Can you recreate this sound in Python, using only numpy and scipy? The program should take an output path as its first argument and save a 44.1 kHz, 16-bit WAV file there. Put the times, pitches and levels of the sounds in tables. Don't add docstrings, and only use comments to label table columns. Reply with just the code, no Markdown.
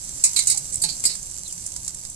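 import sys
import numpy as np
from scipy import signal
from scipy.fft import rfft, irfft, next_fast_len
from scipy.io import wavfile

SR = 44100
rng = np.random.default_rng(int(sys.argv[2]) if len(sys.argv) > 2 else 0)


def generate_wav(signal):
    frames = np.transpose(np.atleast_2d(signal))
    scaled = np.clip(frames, -1, 1) * 32767
    pcm = np.round(scaled).astype(np.int16)
    wavfile.write(sys.argv[1], SR, pcm)


N = 94815
TIME = np.arange(N) / SR


def from_db(db):
    return 10 ** (np.asarray(db) / 20)


def unit_rms(x):
    return x / np.sqrt(np.mean(x ** 2) + 1e-20)


def unit_burst(x):
    return x * np.sqrt(.01 * SR / np.sum(x ** 2, axis=-1, keepdims=True))


def at_hz(points, hz):
    freqs, values = np.transpose(points)
    return np.interp(np.log(np.maximum(hz, 1)), np.log(freqs), values)


def automation(rows):
    times, *columns = np.transpose(rows)
    return [np.interp(TIME, times, column) for column in columns]


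def below(hz, edge_hz):
    return 1 / (1 + (hz / edge_hz) ** 12)


def eq(x, points):
    size = 2 * next_fast_len(x.shape[-1])
    gain = from_db(at_hz(points, np.fft.rfftfreq(size, 1 / SR)))
    cepstrum = irfft(np.log(gain))
    cepstrum[1:size // 2] *= 2
    cepstrum[size // 2 + 1:] = 0
    return irfft(rfft(x, size) * np.exp(rfft(cepstrum)))[..., :x.shape[-1]]


def stereo_noise(size, correlation=0.31):
    noise = rng.standard_normal((3, size))
    return np.sqrt(correlation) * noise[0] + np.sqrt(1 - correlation) * noise[1:]


def place(out, start_s, sound, pan_db):
    start = int(start_s * SR)
    panned = sound[:, :N - start] * from_db([[pan_db / 2], [-pan_db / 2]])
    out[:, start:start + panned.shape[1]] += panned


# freq_hz, gain_db
RUMBLE_EQ = [(20, -1), (60, 1), (120, -2), (175, -4), (210, -12.5), (300, -13), (450, -22), (550, -15.5),
             (780, -21), (930, -20), (1500, -33), (3300, -72)]
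# time_s, level_db
RUMBLE_FADER = [(0, -47.5), (.16, -44.5), (.26, -49.5), (.5, -46), (.9, -44.5), (1.15, -46.5), (1.55, -49),
                (1.8, -46.5), (2.15, -49.5)]
# freq_hz, correlation (1 is mono)
RUMBLE_IMAGE = [(30, 0.95), (150, 0.99), (350, 0.82), (800, 0.3), (1500, 0)]


def rumble():
    level_db, = automation(RUMBLE_FADER)
    correlation = at_hz(RUMBLE_IMAGE, np.fft.rfftfreq(N, 1 / SR))
    mid, side = rfft(rng.standard_normal((2, N)))
    pair = irfft(np.sqrt(1 + correlation) * mid + np.sqrt(1 - correlation) * side * [[1], [-1]], N)
    return from_db(level_db) * unit_rms(eq(pair, RUMBLE_EQ))


# time_s, gain_db
SIZZLE_FADER = [(0.0, -33), (0.25, -30.5), (0.38, -28.5), (0.79, -33.5), (0.95, -31), (1.31, -34.5),
                (1.78, -34.5), (2.15, -37)]
# freq_hz, gain_db
SIZZLE_EQ = [(400, -31.5), (1600, -21), (3300, -21), (4400, -13), (5400, -10.5), (6300, -2), (6800, -9),
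             (7350, 4), (8300, -2), (10000, -8), (11500, -17), (13000, -22.5), (15800, -40)]


def sizzle(bubbles_per_s=420, spread_db=3.5, decay_s=0.0015, crackle_db=-5, hiss_db=-4):
    gain_db, = automation(SIZZLE_FADER)
    pops = rng.random(N) < bubbles_per_s / SR
    sizes = from_db(spread_db * np.minimum(rng.exponential(1, N), 4))
    power = signal.lfilter([1], [1, -np.exp(-2 / (decay_s * SR))], (pops * sizes) ** 2 + 1e-18)
    crackle = unit_rms(np.sqrt(power) * stereo_noise(N))
    fizz = from_db(crackle_db) * crackle + from_db(hiss_db) * stereo_noise(N)
    return from_db(gain_db) * np.std(fizz) * unit_rms(eq(fizz, SIZZLE_EQ))


def jaw_slips(t, skid_s, ticks_per_s=250, rattle_db=3.5, rattle_fade_s=0.013, tick_s=0.00029):
    attack_s = 0.0004 + 0.61 * skid_s
    skid = (1 - np.exp(-t / attack_s)) * np.exp(-t / skid_s)
    ticks = (rng.random(len(t)) < ticks_per_s / SR) * np.exp(-t / rattle_fade_s)
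    rattle = signal.lfilter([1], [1, -np.exp(-1 / (tick_s * SR))], ticks + 1e-18)
    pressure = skid / skid.max() + from_db(rattle_db) * rattle
    grain_db = 7 * np.minimum(rng.standard_normal(len(t)), 2)
    return pressure * from_db(grain_db) * stereo_noise(len(t))


def touch_tone_db(hz, knock_db, clang_hz, clang_db, bite_db):
    knock = below(hz, edge_hz=4530)
    clang = np.exp(-.5 * ((hz - clang_hz) / 630) ** 2)
    bite = 1 - below(hz, edge_hz=8600)
    return knock_db * knock + clang_db * clang + bite_db * bite


# start_s, gain_db, skid_s, ring_db, knock_db, clang_hz, clang_db, bite_db, pan_db
TONG_HITS = [(0.238, -2.5, 0.0017, -4.5, -6.5, 5500, 3.5, -1, 2),
             (0.3608, -9.5, 0.0098, -6.5, 0, 3950, 11.5, 0, -4.5),
             (0.3882, -8, 0.0058, -9, 0.5, 4200, 10, -3.5, -2),
             (0.4708, -6.5, 0.0055, -7, -4.5, 4600, 4.5, 1.5, 1),
             (0.498, -6.5, 0.0028, -7.5, -2.5, 4580, 5, 4.5, 1),
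             (0.511, -16, 0.0055, -3, 1, 4400, 2.5, -3, -4.5),
             (0.5734, -11.5, 0.0031, -18, -8.5, 4500, 2.5, -5.5, -2.5),
             (0.5826, -22.5, 0.0011, -26, -17, 4500, 2, 8, 8),
             (0.723, -24.5, 0.0072, -2, -9, 4660, -3, -6, -4),
             (0.7564, -15, 0.0014, -14.5, -10.5, 4500, -8, -6, -3.5),
             (0.8165, -17.5, 0.0037, 0, -5, 4370, 9, 8, -2.5),
             (0.835, -11, 0.0066, -8.5, 5.5, 4250, 13.5, 4, -4),
             (0.887, -23.5, 0.0051, -2, 2, 4500, 14.5, -7, -4.5),
             (1.039, -18, 0.0027, 0, -5, 4500, -2, -10.5, 9),
             (1.0504, -8, 0.0067, -4.5, -3, 4730, 12.5, 4, -1),
             (1.0850, -23.5, 0.018, -1.5, 5.5, 4540, 11.5, 1, -2.5)]
# pitch_hz, gain_db, t60_s
STRONG_MODES = [(3900, -10, 0.14), (4060, -5.5, 0.046), (4493, -4.5, 0.069), (4906, -13.5, 0.23),
                (5305, -11, 0.16), (5460, -12.5, 0.25), (6250, -4.5, 0.12), (6570, -1, 0.081),
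                (7790, 1.5, 0.17), (8140, -4, 0.036), (8650, 4.5, 0.16), (9100, 1.5, 0.085)]
# freq_hz, gain_db
CROWD_EQ = [(250, -25), (900, -23.5), (1500, -30), (2200, -10.5), (3350, -24), (3950, -13), (4700, -12),
            (5600, -13.5), (7700, 7), (9000, 0), (10500, -11.5), (12100, -13.5), (13200, -27.5),
            (15800, -53)]
# freq_hz, t60_s
CROWD_DECAY = [(4300, 0.19), (5500, .2), (8000, 0.09)]


def tongs(crowd_size=110, crowd_mix_db=2, scratch_db=-8.5, detune=.012):
    out, t = np.zeros((2, N)), TIME[:SR // 4]
    mode_hz, mode_db, t60_s = np.transpose(STRONG_MODES)
    for start_s, gain_db, skid_s, ring_db, *touch, pan_db in TONG_HITS:
        crowd_hz = 250 + 14000 * (np.arange(crowd_size) + rng.random(crowd_size)) / crowd_size
        slips = jaw_slips(t, skid_s)
        gripped_hz = mode_hz * (1 + detune * rng.uniform(-0.91, 1, len(mode_hz)))
        strong = steel_modes(gripped_hz, mode_db + touch_tone_db(mode_hz, *touch), t60_s, t)
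        uneven_db = 4.5 * np.clip(rng.standard_normal(crowd_size), -2, 1)
        crowd_db = at_hz(CROWD_EQ, crowd_hz) + touch_tone_db(crowd_hz, *touch) + uneven_db
        crowd = steel_modes(crowd_hz, crowd_db, at_hz(CROWD_DECAY, crowd_hz), t)
        steel = unit_rms(strong) + from_db(crowd_mix_db) * unit_rms(crowd)
        ring = unit_burst(signal.fftconvolve(slips, steel, axes=1)[:, :len(t)])
        scratch = unit_burst(eq(slips, np.column_stack([crowd_hz, crowd_db])))
        clack = from_db(ring_db) * ring + from_db(scratch_db) * scratch
        place(out, start_s, from_db(gain_db) * clack, pan_db)
    return out


def steel_modes(hz, db, t60_s, t):
    phase = rng.uniform(0, 2 * np.pi, (2, len(hz)))
    weight = from_db(db) * np.exp(1j * phase)
    poles = 2j * np.pi * hz - np.log(1000) / t60_s
    return (weight @ np.exp(np.outer(poles, t))).real


# start_s, level_db, pitch_hz, t60_s
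GRATE_PUSHES = [(.242, -47.5, 938, 0.75), (0.547, -43, 823, 0.15), (.840, -37, 868, 0.17),
                (1.053, -40.5, 306, 0.097), (1.764, -52, 947, .2)]


def clunks(bowl_hz=169.1, bowl_gain_db=-3.5, bowl_t60_s=0.53):
    out, t = np.zeros((2, N)), TIME[:SR // 2]
    for start_s, level_db, pitch_hz, t60_s in GRATE_PUSHES:
        bar = from_db(level_db - 60 * t / t60_s) * np.sin(2 * np.pi * pitch_hz * t)
        bowl = from_db(level_db + bowl_gain_db - 60 * t / bowl_t60_s) * np.sin(2 * np.pi * bowl_hz * t)
        place(out, start_s, np.tile(bar + bowl, (2, 1)), pan_db=0)
    return out


# start_s, gain_db, body_db, pan_db
SHARP_TICKS = [(0.46, -22, 7, -9), (0.546, -14, 8, 0), (0.7429, -11, -1, 0), (0.925, -21, -1, 3),
               (1.1529, -17, 11, 0), (1.229, -20.5, 5, -3.5), (1.479, -18, -5, 3), (1.525, -14.5, 3.5, 5),
               (1.6636, -12.5, 0, 2), (1.7628, -14, 12, 1), (1.8463, -19, 7, 0.5), (1.864, -21.5, 13, 6),
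               (1.879, -11, 10, -0.5), (1.949, -25, 6, -4), (2.0504, -19, 18, -1.5), (2.099, -18.5, -11, 3)]
# freq_hz, gain_db
TICK_EQ = [(300, -23), (2000, -22.5), (3300, -23), (4600, -10.5), (7500, 10.5), (9500, 5.5), (12500, -18.5),
           (15800, -19)]


def sharp_ticks(attack_s=0.00023, decay_s=0.0021, tail_db=-9, tail_s=0.015, trim_db=-13.5):
    out, t = np.zeros((2, N)), TIME[:SR // 20]
    snap = (1 - np.exp(-t / attack_s)) * np.exp(-t / decay_s)
    tail = from_db(tail_db) * np.exp(-t / tail_s)
    for start_s, gain_db, body_db, pan_db in SHARP_TICKS:
        tone = [(hz, db + body_db * below(hz, edge_hz=5500)) for hz, db in TICK_EQ]
        burst = unit_burst(eq((snap + tail) * stereo_noise(len(t)), tone))
        place(out, start_s, from_db(gain_db + trim_db) * burst, pan_db - 0.5)
    return out


# time_s, pitch_hz, level_db
STEAM_GLIDE = [(1.44, 4200, -60), (1.453, 4150, -45.5), (1.469, 4000, -41), (1.482, 3450, -55),
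               (1.503, 3100, -53), (1.53, 2850, -64)]


def steam_squeak(flutter_hz=250):
    pitch_hz, level_db = automation(STEAM_GLIDE)
    lowpass = signal.butter(2, flutter_hz, fs=SR, output="sos")
    flutter = signal.sosfilt(lowpass, stereo_noise(N) + 1j * stereo_noise(N))
    phase = 2 * np.pi * np.cumsum(pitch_hz) / SR
    whistle = unit_rms((flutter * np.exp(1j * phase)).real)
    gate = (TIME > STEAM_GLIDE[0][0]) & (TIME < STEAM_GLIDE[-1][0])
    return whistle * from_db(level_db) * gate


def scene():
    left, right = tongs() + clunks() + sharp_ticks() + sizzle() + steam_squeak()
    lag_s = .00027
    late_left = np.interp(TIME - lag_s, TIME, left)
    return np.array([late_left, right]) + rumble()


# freq_hz, left_minus_right_db
STEREO_TILT = [(200, 0.5), (700, -0.5), (1500, 0.5), (3000, 2), (3900, -4.5), (4700, -10), (5300, -7),
               (6800, -7.5), (7450, -3), (8000, -5), (8900, -7), (10000, -9), (13000, 1)]


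def record(dry):
    left = eq(dry[0], [(hz, db / 2) for hz, db in STEREO_TILT])
    right = eq(dry[1], [(hz, -db / 2) for hz, db in STEREO_TILT])
    ceiling, stopband_hz = .88, 16400
    rounded = ceiling * np.tanh(np.array([left, right]) / ceiling)
    return signal.sosfilt(signal.cheby2(16, 70, stopband_hz, fs=SR, output="sos"), rounded)


dry = scene()
out = record(dry)
generate_wav(out)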